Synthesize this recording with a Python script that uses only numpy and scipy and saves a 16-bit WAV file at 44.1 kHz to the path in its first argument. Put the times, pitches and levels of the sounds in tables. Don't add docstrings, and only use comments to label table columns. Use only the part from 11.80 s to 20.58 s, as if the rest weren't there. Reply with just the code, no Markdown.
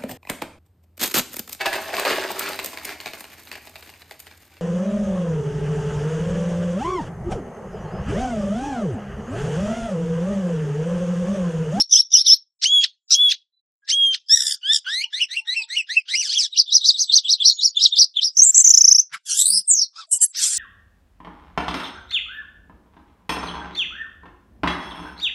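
import sys
import numpy as np
from scipy import signal
from scipy.fft import rfft, irfft, next_fast_len
from scipy.io import wavfile
from scipy.ndimage import uniform_filter1d, minimum_filter1d

SR = 44100
rng = np.random.default_rng(int(sys.argv[2]) if len(sys.argv) > 2 else 0)


def master_out(mix):
    frames = np.transpose(np.atleast_2d(mix))
    ceiling = np.clip(frames, -1, 1)
    pcm = np.round(ceiling * 32767).astype(np.int16)
    wavfile.write(sys.argv[1], SR, pcm)


def gain_from_db(level_db):
    decades = np.asarray(level_db, float) / 20
    return 10 ** decades


N = 387198
FRAME = 1024

# (start [s], length [s], top pitch [Hz], level [dB])
DUETS = [
    (-.085, 0.11, 6300, -7.5),
    (.118, 0.095, 6250, -9),
    (0.325, .1, 5980, -8),
    (0.465, 0.083, 5850, -7.5),
]
# (share of length, pitch [Hz], level re duet [dB])
DUET_UPPER = [(.35, 5367, -3), (0.52, 5108, -6), (0.721, 5397, -0.5), (1.001, 5546, -10.5)]
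# (share of length, pitch [Hz], level re duet [dB])
DUET_LOWER = [(.0, 3588, -23), (.08, 3737, -16), (0.351, 2880, -24), (0.649, 3494, -15.5),
              (1.001, 4420, -21)]
# (share of length, pitch [Hz], level re duet [dB])
DUET_BRANCH = [(0.302, 5760, -3.5), (0.599, 6314, -16)]


def duets():
    notes = []
    for s, length, top_hz, db in DUETS:
        leap = [(0, 5000, -11), (.16, top_hz, -.5)]
        for shape in ([*leap, *DUET_UPPER], DUET_LOWER, DUET_BRANCH):
            notes.append([(s + share * length, hz, db + d) for share, hz, d in shape])
    return [rows for rows in notes if rows[-1][0] > 0]


# (start [s], pitch [Hz], level [dB], dip [dB])
GRACES = [(4.727, 3890, -30.5, -38), (4.88, 3660, -23.5, -45), (5.016, 3890, -24, -36),
          (5.143, 3874, -21, -34.5), (5.297, 3726, -20.5, -25.5), (5.449, 3484, -24.5, -29.5),
          (5.607, 3615, -19.5, -21.5), (5.791, 3850, -22, -32.5), (5.97, 3555, -15.5, -29),
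          (6.127, 3740, -20, -31), (6.369, 3532, -20.5, -22)]
# (time [s], pitch [Hz], level [dB])
FEET = [(4.772, 2953, -28.5), (4.932, 3967, -17.5), (5.058, 4076, -12.5), (5.192, 4229, -17),
        (5.343, 4260, -10), (5.497, 3842, -18.5), (5.655, 4150, -16), (5.832, 4213, -22),
        (6.022, 3950, -12.5), (6.178, 3710, -12), (6.43, 3738, -17.5)]
# (top time [s], top [Hz], level [dB], fall [s], end pitch [Hz])
SPIKES = [(4.789, 5913, -10, 0.028, 3900), (4.955, 6086, -10, 0.029, 4076),
          (5.075, 6294, -11.5, .035, 3663), (5.212, 6560, -16, 0.035, 3840),
          (5.362, 6480, -12.5, .029, 3403), (5.523, 6070, -11, 0.022, 3686), (5.68, 5890, -7.5, .025, 3887),
          (5.853, 5845, -10, 0.028, 4340), (6.042, 5873, -10, 0.028, 3144), (6.204, 6140, -12, 0.027, 3885),
          (6.453, 5794, -13.5, 0.031, 4680)]


def spikes():
    notes = []
    for (s, hz, grace_db, dip_db), foot, spike in zip(GRACES, FEET, SPIKES):
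        foot_s, foot_hz, foot_db = foot
        top, top_hz, db, fall, end_hz = spike
        notes.append([(s - .0072, hz * .86, grace_db - 25.5),
                      (s + .0024, hz, grace_db),
                      (s + .013, hz * .97, grace_db - 4.5),
                      (s + .029, hz * .85, dip_db)])
        shoulder = (foot_s + .56 * (top - foot_s), foot_hz + .68 * (top_hz - foot_hz), db - 4)
        knee = (top + fall / 2, top_hz + .6 * (end_hz - top_hz), db + .12)
        notes.append([(foot_s - .016, foot_hz * .92, foot_db - 11), foot, shoulder,
                      (top, top_hz, db), knee, (top + fall, end_hz, db - 8)])
    return notes


# (start [s], level [dB])
TRILL = [(6.842, -5.5), (6.872, 5.5), (6.902, -1), (6.938, -4), (6.973, -5), (7.007, -9), (7.042, -6.5),
         (7.076, -2), (7.111, -7.5), (7.147, -9), (7.182, -10)]
# (time [s], from pitch [Hz], to pitch [Hz], length [s])
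TRILL_DRIFT = [
    (6.852, 5747, 7050, 0.017),
    (6.953, 5154, 6780, 0.016),
    (7.193, 5157, 6390, .023),
]


def trill():
    s, from_hz, to_hz, length = np.transpose(TRILL_DRIFT)
    return [[(at, np.interp(at, s, from_hz), db),
             (at + np.interp(at, s, length), np.interp(at, s, to_hz), db)] for at, db in TRILL]


# (start [s], length [s], from pitch [Hz], to pitch [Hz], level [dB])
STROKES = [(.463, .009, 3300, 5600, -17), (2.02, 0.14, 1630, 1720, -63), (6.241, 0.0059, 4206, 5810, -11.5),
           (6.568, 0.022, 5267, 7370, -14), (6.582, 0.017, 6500, 5584, -7), (6.598, 0.011, 5330, 6500, -8),
           (6.618, 0.022, 6330, 6485, -8.5), (6.635, 0.02, 8240, 7270, -11),
           (6.663, 0.037, 7200, 7320, -11), (6.744, 0.012, 5604, 7140, -5),
           (6.754, 0.0088, 5910, 6680, -14.5), (6.778, 0.0062, 5766, 6950, -3),
           (6.792, 0.011, 6460, 7850, -6), (6.799, .014, 6135, 6360, -8),
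           (6.813, 0.0055, 6150, 7360, -12.5), (7.96, .08, 6756, 5284, -19.5),
           (7.717, .08, 8585, 8545, -28), (7.743, .058, 5174, 5233, -21), (6.752, .07, 7430, 7950, -13.5),
           (7.912, 0.0032, 7605, 6970, 3), (8.347, 0.036, 8100, 7720, -32),
           (8.476, 0.049, 8370, 7420, -49.5), (3.817, 0.027, 5100, 3416, -32.5),
           (6.209, 0.027, 5540, 4660, -14.5)]
# (time [s], pitch [Hz], level [dB])
SWOOP = [
    (7.885, 8600, -20.5),
    (7.93, 7160, -15.5),
    (7.97, 5933, -18.5),
    (8.05, 4116, -27),
]


def glides():
    strokes = [[(s, a, db), (s + length, b, db)] for s, length, a, b, db in STROKES]
    return [SWOOP, *strokes]


def whistles():
    out = np.zeros(N)
    for rows in duets() + spikes() + trill() + glides():
        at, phase, envelope, hz, _ = note(rows, fade_s=.0024)
        tone = np.exp(1j * phase) * (1 + np.sqrt(.0036) * flutter(len(at), hz=422))
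        envelope = envelope * gain_from_db(4.5 * flutter(len(at), hz=72).real)
        out[at] += envelope * (tone + gain_from_db(-30) * tone ** 2 + gain_from_db(-42) * tone ** 3).imag
    return out


# (start [s], settle [s], end [s], from pitch [Hz], level [dB])
ARCHES = [
    (.824, .897, 1.052, 1160, -10.5),
    (1.345, 1.372, 1.529, 3150, -10.5),
    (2.085, 2.155, 2.357, 1270, -11.5),
]
# (share of time, share of the pitch climb, level re arch [dB])
CLIMB = [(.0, .0, -18), (.24, .31, -4.5), (.47, 0.82, -8.5), (.72, 0.92, -8.5)]
# (time before end [s], pitch [Hz], level re arch [dB], throat [Hz])
DROP = [(.115, 3428, -1.5, 2800), (.065, 3360, -2.5, 1900), (0.024, 3290, -5, 4400),
        (.014, 3500, -6.5, 3400), (0.01, 2200, -5, 5250), (0.00061, 1500, -9, 3300)]
ARCH_TUNE = (.99, 1.005, 0.95)
ARCH_FADE_DB = (0.5, 0, -5)


def arches():
    notes, crown_hz = [], 3360
    voice = (.0004, 16.8, .24)   # roughness, fall dB per octave, extra dB of the fundamental
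    for (s, settle, end, hz, db), tune, fade_db in zip(ARCHES, ARCH_TUNE, ARCH_FADE_DB):
        rows = [(s + a * (settle - s), hz + b * (crown_hz - hz), db + d, 5100) for a, b, d in CLIMB]
        rows.append((settle, 3297, db - 9, crown_hz))
        for before, drop_hz, d, throat_hz in DROP:
            change_db = fade_db * min(1, 2 - 2 * before / DROP[0][0])
            rows.append((end - before, drop_hz * tune, db + d + change_db, throat_hz))
        notes.append((rows, voice))
    return notes


# (start [s], end [s], from pitch [Hz], to pitch [Hz], level [dB])
RAMPS = [
    (3.064, 3.212, 1440, 2182, -23.5),
    (3.328, 3.387, 1650, 2105, -27),
    (3.505, 3.541, 1767, 2094, -28.5),
    (3.671, 3.737, 1820, 2050, -28),
    (3.899, 3.955, 1800, 2207, -27.5),
    (4.088, 4.141, 1616, 2166, -29),
]
# (crest time [s], end [s], crest pitch [Hz], end pitch [Hz], level [dB])
CRESTS = [
    (3.246, 3.248, 2987, 2880, -16),
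    (3.418, 3.446, 2994, 2585, -10),
    (3.573, 3.604, 2810, 2667, -13.5),
    (3.768, 3.83, 2740, 2494, -19),
    (3.973, 4.016, 2940, 2503, -14.5),
    (4.172, 4.203, 2700, 2520, -15),
]


def hooks():
    notes = []
    voice = (.014, 10.3, -5.5)   # roughness, fall dB per octave, extra dB of the fundamental
    for (s, flip, a, b, ramp_db), (top, end, top_hz, end_hz, db) in zip(RAMPS, CRESTS):
        middle_hz = a + .63 * (b - a)
        fade = max(top + .002, end - .027)
        fade_hz = np.interp(fade, [top, end], [top_hz, end_hz])
        ramp = [(s, a, ramp_db - 4, a * 1.43),
                ((s + flip) / 2, middle_hz, ramp_db - .5, middle_hz * 1.69),
                (flip, b, ramp_db, b * 1.69)]
        crest = [(top - .012, (b + top_hz) / 2, ramp_db - 10, top_hz),
                 (top, top_hz, db, top_hz),
                 (fade, fade_hz, db - 4.5, top_hz),
                 (end, end_hz, db - 14.5, top_hz)]
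        notes.append((ramp + crest, voice))
    return notes


# (start [s], end [s], from pitch [Hz], to pitch [Hz], level [dB])
CHIRPS = [
    (1.304, 1.35, 1321, 1415, -11.5),
    (2.493, 2.552, 1651, 1923, -7.5),
    (2.555, 2.754, 1863, 1674, -21),
    (2.829, 2.933, 1435, 1843, -15.5),
    (2.93, 2.994, 1783, 1717, -18.5),
    (7.331, 7.366, 1636, 1440, -25.5),
    (8.316, 8.382, 1384, 1377, -13.5),
    (8.411, 8.454, 1667, 1489, -10.5),
]
# (throat re pitch [ratio], share of length at the loudest point, roughness [0-1],
# fall [dB per octave], extra level of the fundamental [dB])
CHIRP_VOICES = [(4.0, 0.67, .12, 25.5, 12.5), (2.9, .55, 0, 25, 11.5), (3.3, 0.06, .12, 12, 2),
                (1.95, 0.7, 0, 11.5, -5), (3.0, 0.47, 0.12, 8.5, -7.5), (1.3, 0.39, 0.51, 3.5, 6),
                (6.2, 0.27, 0.03, 35, -7), (5.3, 0.5, 0.04, 31, -11)]
# (after the attack [dB], at the end [dB])
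CHIRP_SWELLS = [(-3.5, 1), (-12.5, 0.5), (-6.5, -6.5), (-19.5, 0), (-2.5, -20.5), (-7.5, -19), (-7, -23),
                (-6.5, -22)]


def chirps():
    notes = []
    for chirp, chirp_voice, (early_db, end_db) in zip(CHIRPS, CHIRP_VOICES, CHIRP_SWELLS):
        s, end, a, b, db = chirp
        throat, share, *voice = chirp_voice
        length = end - s
        at = np.array([0, .0013 / length, share / 2 + .068, share + .001, 1])
        level_db = np.interp(at, np.delete(at, 2), [-30, early_db, 0, end_db])
        hz = a + (b - a) * at ** .82
        rows = sorted(zip(s + at * length, hz, db + level_db, throat * hz))
        notes.append((rows, voice))
    return notes


# (time [s], pitch [Hz], level [dB], throat [Hz])
WARBLE = [(4.285, 1443, -30.5, 3380), (4.311, 1881, -27, 4240), (4.343, 2072, -24, 4400),
          (4.366, 2853, -22.5, 4780), (4.411, 2940, -24.5, 4570), (4.448, 1830, -26, 5430),
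          (4.489, 1448, -25, 4850)]
# (time [s], pitch [Hz], level [dB], throat [Hz])
WARBLE_AGAIN = [(4.49, 1439, -22.5, 4560), (4.527, 1750, -21, 4800), (4.565, 3600, -24, 3690),
                (4.6, 2617, -16.5, 5450), (4.64, 1971, -21.5, 5000), (4.67, 1603, -30, 4490)]
# (time [s], pitch [Hz], level [dB], throat [Hz])
RISING_RASP = [(7.459, 3460, -39, 6740), (7.52, 2922, -20, 7300), (7.54, 3133, -28.5, 7280),
               (7.6, 3700, -17, 7290), (7.7, 4533, -18.5, 9280), (7.75, 5100, -18, 6640),
               (7.799, 5034, -20.5, 6200), (7.81, 5370, -37, 6470)]
# (time [s], pitch [Hz], level [dB], throat [Hz])
LAST_RASP = [(8.545, 1346, -36, 4724), (8.581, 1974, -29.5, 5590), (8.637, 1419, -16.5, 7210),
             (8.701, 1549, -25, 7820), (8.78, 1851, -22.5, 7570)]
# (time [s], pitch [Hz], level [dB], throat [Hz])
SOFT_CALL = [(8.156, 1158, -44.5, 4600), (8.18, 1335, -36.5, 4970), (8.208, 1302, -34, 4790),
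             (8.243, 1085, -47.5, 4350)]
# (roughness [0-1], fall [dB per octave], extra level of the fundamental [dB])
LONG_VOICES = [
    (.07, 12, 0),
    (0.07, 16, -7),
    (0.55, 5.5, -4.5),
    (.62, 14.5, 10),
    (0.05, 16.5, 29.5),
]


def warble_and_rasps():
    return list(zip([WARBLE, WARBLE_AGAIN, RISING_RASP, LAST_RASP, SOFT_CALL], LONG_VOICES))


def overtone_notes():
    out = np.zeros(N)
    for rows, (rough, slope_db, first_db) in warble_and_rasps() + arches() + hooks() + chirps():
        at, phase, envelope, hz, (throat_hz,) = note(rows, fade_s=.004)
        harsh = rough > .5
        if harsh:
            order = np.arange(1, 25000 // hz.min()) / 2
        else:
            order = np.arange(1, 16000 // hz.min() + 1)
        order = order[:, None]
        half_step = order % 1
        octaves = np.log2(order * hz / throat_hz)
        fall_db = slope_db * np.maximum(-octaves, 2.166 * octaves) - first_db * (order == 1)
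        gains = (gain_from_db(-fall_db) + gain_from_db(-56)) * (order * hz < 16000)
        gains = gains * np.where(half_step, np.clip(1.75 - hz / 2600, 0, 1), 1)
        gains = gains * np.where(order < 1, np.clip(3 - hz / 1300, 0, 1) * (hz.min() > 2000), 1)
        gains = gains * np.where(order * hz > 11800, gain_from_db(-11.5), 1)
        gains = gains / np.sqrt(np.sum(gains ** 2, axis=0))
        share = np.clip(rough * order ** 2 + 2 * half_step, 0, 1)
        spread_hz = 600 * min(hz.mean(), 2500) / 3600 if harsh else 220
        jitter = [flutter(len(at), spread_hz * np.sqrt(k) * min(k, 1)) for k in order[:, 0]]
        shake = np.sqrt(1 - share) + np.sqrt(share) * np.array(jitter)
        out[at] += envelope * np.sum(gains * shake * np.exp(1j * order * phase), axis=0).imag
    return out * throbs()


# (time [s], level [dB])
THROBS = [(2.559, 6.5), (2.575, 5.5), (2.591, -8.5), (2.608, 6), (2.623, 9), (2.637, -1.5), (2.655, -0.5),
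          (2.67, 10), (2.682, 7), (2.696, 1), (2.712, 7), (2.724, 9), (2.745, -5.5), (2.934, 3.5),
          (2.946, 5), (2.963, 6.5), (2.974, 3), (7.592, 5.5), (7.602, 4), (7.614, 3), (7.622, 5),
          (7.659, 3), (7.669, 1), (7.681, 3), (7.689, 0), (7.705, 5.5), (7.714, -1.5)]
# (from [s], to [s])
BUZZING = [
    (2.553, 2.77),
    (2.925, 3.0),
    (7.585, 7.725),
]


def throbs():
    t = np.arange(N) / SR
    swells = gain_from_db(-6) + sum(gain_from_db(db) * np.exp(-.5 * ((t - s) / .002) ** 2) for s, db in THROBS)
    return np.where(within(BUZZING), swells, 1)


def note(rows, fade_s):
    s, *columns = np.transpose(rows)
    at = np.arange(max(0, int((s[0] - fade_s) * SR)), min(N, int((s[-1] + fade_s) * SR)))
    t = at / SR
    hz, level_db, *rest = [uniform_filter1d(np.interp(t, s, c), size=88) for c in columns]
    edge = np.clip(np.minimum(t - s[0], s[-1] - t) / (2 * fade_s) + .5, 0, 1)
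    return at, 2 * np.pi * np.cumsum(hz) / SR, np.sqrt(2) * gain_from_db(level_db) * edge ** 2, hz, rest


def flutter(size, hz):
    real, imag = rng.standard_normal((2, size + 500))
    low_pass = signal.butter(4, hz, fs=SR, output="sos")
    return rms_one(signal.sosfilt(low_pass, real + 1j * imag)[500:])


def rms_one(x):
    return x / np.sqrt(np.mean(np.abs(x) ** 2) + 1e-20)


def within(spans):
    t = np.arange(N) / SR
    return np.any([(t > a) & (t < b) for a, b in spans], axis=0)


def band_pass(x, low_hz, high_hz):
    return signal.sosfilt(signal.butter(2, [low_hz, high_hz], "band", fs=SR, output="sos"), x)


# (from [s], to [s])
BREATHY = [
    (.32, .55),
    (6.36, 6.47),
    (6.585, 6.7),
    (6.74, 7.13),
]


def air(bird):
    effort = uniform_filter1d(np.abs(bird), size=1100)
    low = rms_one(band_pass(rng.standard_normal(N), 2546, 8200))
    high = rms_one(band_pass(rng.standard_normal(N), 8700, 9700))
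    breath = rms_one(band_pass(rng.standard_normal(N), 1740, 3000))
    return effort * (gain_from_db(-35) * low + gain_from_db(-46) * high + gain_from_db(-40) * within(BREATHY) * breath)


# (time [s], length [s], pitch [Hz], # level [dB])
FAINT_SWELLS = [(.43, .046, 260, -64), (7.308, .069, 159, -61), (7.68, .15, 195, -49.5),
                (1.717, .098, 3985, -67.5), (3.204, .092, 904, -60.5), (3.753, .14, 910, -56),
                (.9, .12, 1150, -56), (3.4, .04, 1000, -60), (3.57, .12, 880, -64), (6.63, .07, 900, -56),
                (8.35, .06, 950, -62), (8.27, .05, 650, -64), (8.31, .07, 2950, -41), (8.4, .065, 3000, -41),
                (8.41, .055, 1800, -46)]


def faint_swells():
    out = np.zeros(N)
    for s, length, hz, level_db in FAINT_SWELLS:
        t = np.arange(int(length * SR)) / SR
        ring = (np.exp(2j * np.pi * hz * t) * flutter(len(t), hz=25.2)).real
        out[int(s * SR) + np.arange(len(t))] += gain_from_db(level_db) * np.sin(np.pi * t / length) * ring
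    return out


def yard(x):
    t = np.arange(int(.5 * SR)) / SR
    tail = rng.standard_normal(len(t)) * gain_from_db(-60 * t / .18) * (t > .008)
    tail = band_pass(tail, 2500, 6500)
    return signal.fftconvolve(x, tail / np.sqrt(np.sum(tail ** 2)))[:N]


def scene():
    bird = whistles() + overtone_notes()
    bird = signal.sosfilt(signal.butter(6, 1000, "high", fs=SR, output="sos"), bird + air(bird))
    hiss = gain_from_db(-100) * signal.lfilter([.2], [1, -.8], rng.standard_normal(N))
    return np.tile(bird + gain_from_db(-29) * yard(bird) + faint_swells() + hiss, (2, 1))


# (band of 16 lines, extra level needed to be kept [dB])
STARVED = [
    (6, 3),
    (7, 8),
    (18, 10),
    (19, 20),
]


def smear(x, noise_db, mask_db, swap_db, uneven_db, holes_db):
    frames = dict(nperseg=2 * FRAME, noverlap=FRAME, window="cosine")
    z = signal.stft(x, **frames)[2]
    line = np.arange(FRAME + 1)
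    band = line // 16

    def by_band(v):
        sums = np.add.reduceat(v, np.arange(0, FRAME + 1, 16))
        return np.repeat(sums / 16, 16, axis=0)[:FRAME + 1]

    power = by_band(np.abs(z) ** 2)
    loudest = power.max(axis=0)
    typical = np.exp(by_band(np.log(np.abs(z) + 1e-12)))
    steady = power > 12 * typical ** 2
    typical = np.maximum(typical, uniform_filter1d(typical, size=57, axis=0))
    noise = rng.standard_normal(z.shape) + 1j * rng.standard_normal(z.shape)
    need_db = np.full(FRAME + 1, float(mask_db))
    for k, extra_db in STARVED:
        need_db[band == k] += extra_db
    swap_luck, level_luck, hole_luck = rng.standard_normal((3, band[-1] + 1, z.shape[1]))[:, band]
    lasting = np.sqrt(3) * uniform_filter1d(hole_luck, size=3, axis=1)
    swap_below = gain_from_db(swap_db - 13 * (band < 13))[:, None] ** 2 * loudest
    swapped = (power * gain_from_db(8 * swap_luck) ** 2 < swap_below) & (band > 3)[:, None] & ~steady
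    z = np.where(swapped, np.sqrt(power / 2) * noise[::-1], z) * gain_from_db(uneven_db * level_luck * ~steady)
    kept = power > gain_from_db(need_db[:, None] + holes_db * lasting) ** 2 * loudest
    kept |= steady & (power > gain_from_db(mask_db) ** 2 * loudest)
    kept |= line[:, None] < 14
    return signal.istft((z + gain_from_db(noise_db) * typical * noise) * kept, **frames)[1][:N]


TILES = [(20, 21, 12), (21, 23, 12), (23, 25, 12), (25, 27, 15), (27, 29, 15), (29, 31, 15), (31, 33, 15),
         (33, 35, 21), (35, 38, 21), (38, 42, 26), (42, 46, 30), (19, 20, 12)]
TILE_DB = [2, 4.5, 3.5, -1.5, 3.5, 1, 2, -4, -8, 0, -16.5, -25]


def rebuild_treble(x, smeared):
    size = 128 * next_fast_len(N // 128 + 1)
    step = size // 128
    bands = np.arange(size // 2 + 1) / step
    true = rfft(x, size)
    low = rfft(smeared, size) * np.clip((TILES[0][0] + .033 - bands) / 1.5, 0, 1)
    white = rfft(rng.standard_normal(size))
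    out = irfft(low)[:N]
    for (a, b, shift), tile_db in zip(TILES, TILE_DB):
        window = np.clip((np.minimum(bands - a, b - bands) + .2) / .37, 0, 1) ** 2
        copy = irfft(np.roll(low, shift * step) * window)[:N]
        grain = copy / frame_rms(copy) + gain_from_db(-8) * rms_one(irfft(white * window)[:N])
        tone = np.sqrt(2) * np.sin(np.pi * ((a + b) // 2 + .5) / 64 * np.arange(N))
        tile = irfft(true * window)[:N]
        loudness = uniform_filter1d(np.abs(tile), size=256)
        recent = -minimum_filter1d(-loudness, size=FRAME + 1, origin=FRAME // 2)
        level = np.minimum(frame_rms(tile), 6.8 * recent + 1e-9)
        level = level * np.clip(level / frame_rms(x) / gain_from_db(-57.5), 0, 1)
        held = held_tone(a)
        out += gain_from_db(tile_db) * level * grain * np.where(held > 0, gain_from_db(-2.5), 1) + held * tone
    return out


def frame_rms(x):
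    held = np.sqrt(np.add.reduceat(x ** 2, np.arange(0, N, FRAME)) / FRAME)
    return uniform_filter1d(np.repeat(held, FRAME)[:N], size=128) + 1e-9


# (low edge of the tile [SR / 128], from [s], to [s], level [dB])
HELD_TONES = [(27, 0.104, 0.226, -51.5), (25, 0.11, 0.215, -48.3), (31, 0.128, 0.221, -50.8),
              (21, 0.134, 0.203, -39.6), (29, 0.348, 0.412, -46.2), (27, 0.354, 0.43, -49.3),
              (27, 0.459, 0.482, -39.5), (35, 0.464, 0.563, -49.5), (29, 0.464, 0.511, -50.4),
              (38, 0.47, 0.511, -52.5), (38, 0.522, 0.569, -48.2), (29, 0.522, 0.551, -43.4),
              (29, 0.929, 1.004, -46.2), (38, 1.3, 1.538, -55.9), (29, 1.312, 1.515, -51.5),
              (33, 1.312, 1.376, -52.2), (27, 1.492, 1.527, -46.9), (19, .865, 1.04, -36),
              (29, 2.119, 2.252, -52.3), (23, 2.136, 2.188, -46.7), (29, 2.264, 2.293, -45.3),
              (29, 2.49, 2.56, -52.2), (31, 2.502, 2.705, -46.9), (35, 2.508, 2.752, -47.9),
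              (27, 2.531, 2.572, -48.3), (23, 2.548, 2.566, -42.8), (29, 2.612, 2.664, -50.0),
              (25, 2.63, 2.752, -37.4), (23, 2.664, 2.688, -32.3), (27, 2.67, 2.74, -39.2),
              (29, 2.676, 2.728, -46.9), (25, 2.891, 2.978, -48.5), (27, 2.92, 2.984, -46.7),
              (27, 3.14, 3.175, -48.1), (31, 3.181, 3.222, -46.2), (21, 3.721, 3.855, -50.2),
              (21, 3.889, 4.034, -50.7), (25, 4.307, 4.429, -49.9), (27, 4.54, 4.621, -50.0),
              (20, 5.05, 5.12, -40.0), (31, 5.056, 5.097, -49.6), (21, 5.062, 5.207, -49.8),
              (31, 5.213, 5.248, -49.0), (21, 5.219, 5.404, -47.4),
              (21, 5.445, 5.561, -46.0), (19, 5.69, 5.91, -40), (21, 5.608, 5.677, -47.7),
             (31, 5.671, 5.706, -47.4), (38, 5.677, 5.712, -47.3), (19, 5.96, 6.1, -42),
             (21, 6.02, 6.095, -46.6), (38, 6.177, 6.24, -51.0), (21, 6.177, 6.252, -46.4),
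             (25, 6.211, 6.252, -45.4), (29, 6.583, 6.635, -49.4), (38, 6.641, 6.705, -48.4),
             (38, 6.716, 6.931, -52.3), (23, 6.78, 6.798, -20.4), (20, 6.844, 6.891, -13.8),
             (35, 6.844, 6.954, -52.7), (33, 6.85, 6.937, -52.1), (20, 6.902, 6.92, -14.6),
             (27, 6.925, 7.21, -53.5), (20, 6.972, 6.995, -18.3), (38, 6.978, 7.012, -51.4),
             (20, 7.007, 7.036, -37.2), (20, 7.047, 7.076, -43.8), (25, 7.564, 7.593, -34.0),
             (31, 7.564, 7.581, -40.6), (23, 7.57, 7.587, -29.8), (31, 7.593, 7.814, -42.9),
             (33, 7.593, 7.674, -52.0), (27, 8.313, 8.33, -24.5), (31, 8.313, 8.377, -33.4),
             (31, 8.417, 8.464, -23.0), (29, 8.417, 8.452, -22.2), (29, 8.464, 8.51, -50.5),
             (35, 8.568, 8.696, -44.2), (31, 8.568, 8.644, -45.6), (25, 8.626, 8.777, -33.8),
             (29, 8.638, 8.702, -41.8), (31, 8.655, 8.678, -35.8), (31, 8.69, 8.725, -50.2),
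             (29, 8.742, 8.771, -47.2)]


def held_tone(edge):
    level = np.zeros(N)
    for a, start, end, db in HELD_TONES:
        level[int(start * SR):int(end * SR)] += gain_from_db(db) * (a == edge)
    return uniform_filter1d(level, size=200)


def peak_level(x, size, origin=0):
    return uniform_filter1d(-minimum_filter1d(-np.abs(x), size=size, origin=origin), size=200)


def band_limit(x):
    return signal.sosfilt(signal.butter(12, 15900, fs=SR, output="sos"), x)


# (from [s], to [s])
QUICK = [
    (1.27, 1.31),
    (2.06, 2.1),
    (2.49, 2.74),
    (2.83, 2.985),
    (6.54, 6.59),
    (6.72, 7.215),
    (7.86, 7.91),
    (8.29, 8.33),
    (8.39, 8.425),
]
# (from [s], to [s])
OVERLOAD = [
    (5.665, 5.669),
    (5.843, 5.847),
    (6.744, 6.75),
    (6.772, 6.784),
    (6.868, 6.878),
    (6.905, 6.916),
    (6.975, 6.985),
    (7.9, 7.91),
]


def record(dry):
    clean = dry[0]
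    smeared = smear(clean, noise_db=-7.0, mask_db=-51.0, swap_db=-13.5, uneven_db=4.5, holes_db=6.0)
    error = smeared - clean
    near = peak_level(clean, 2 * FRAME + 1, FRAME - 300)
    error_level = uniform_filter1d(np.abs(error), size=200) + 1e-9
    smeared -= error * (1 - np.clip(gain_from_db(-1.5) * near / error_level, 0, 1))
    high_pass = signal.butter(2, 3800, "high", fs=SR, output="sos")
    quick = uniform_filter1d(within(QUICK) * 1., size=256)
    smeared += .88 * quick * signal.sosfiltfilt(high_pass, clean - smeared)
    mid = rebuild_treble(clean, smeared)
    ceiling = .93 + .24 * within(OVERLOAD)
    mid = mid * np.minimum(1, ceiling / (peak_level(mid, 400) + 1e-9))
    residue = smear(mid, noise_db=-2.0, mask_db=-76.5, swap_db=-81.5, uneven_db=.5, holes_db=.5) - mid
    side = gain_from_db(-21) * residue + gain_from_db(-21.5) * np.roll(mid, FRAME // 8)
    mix = np.clip([mid + side, mid - side], -1, 1)
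    return band_limit(mix)


dry = scene()
out = record(dry)
master_out(out)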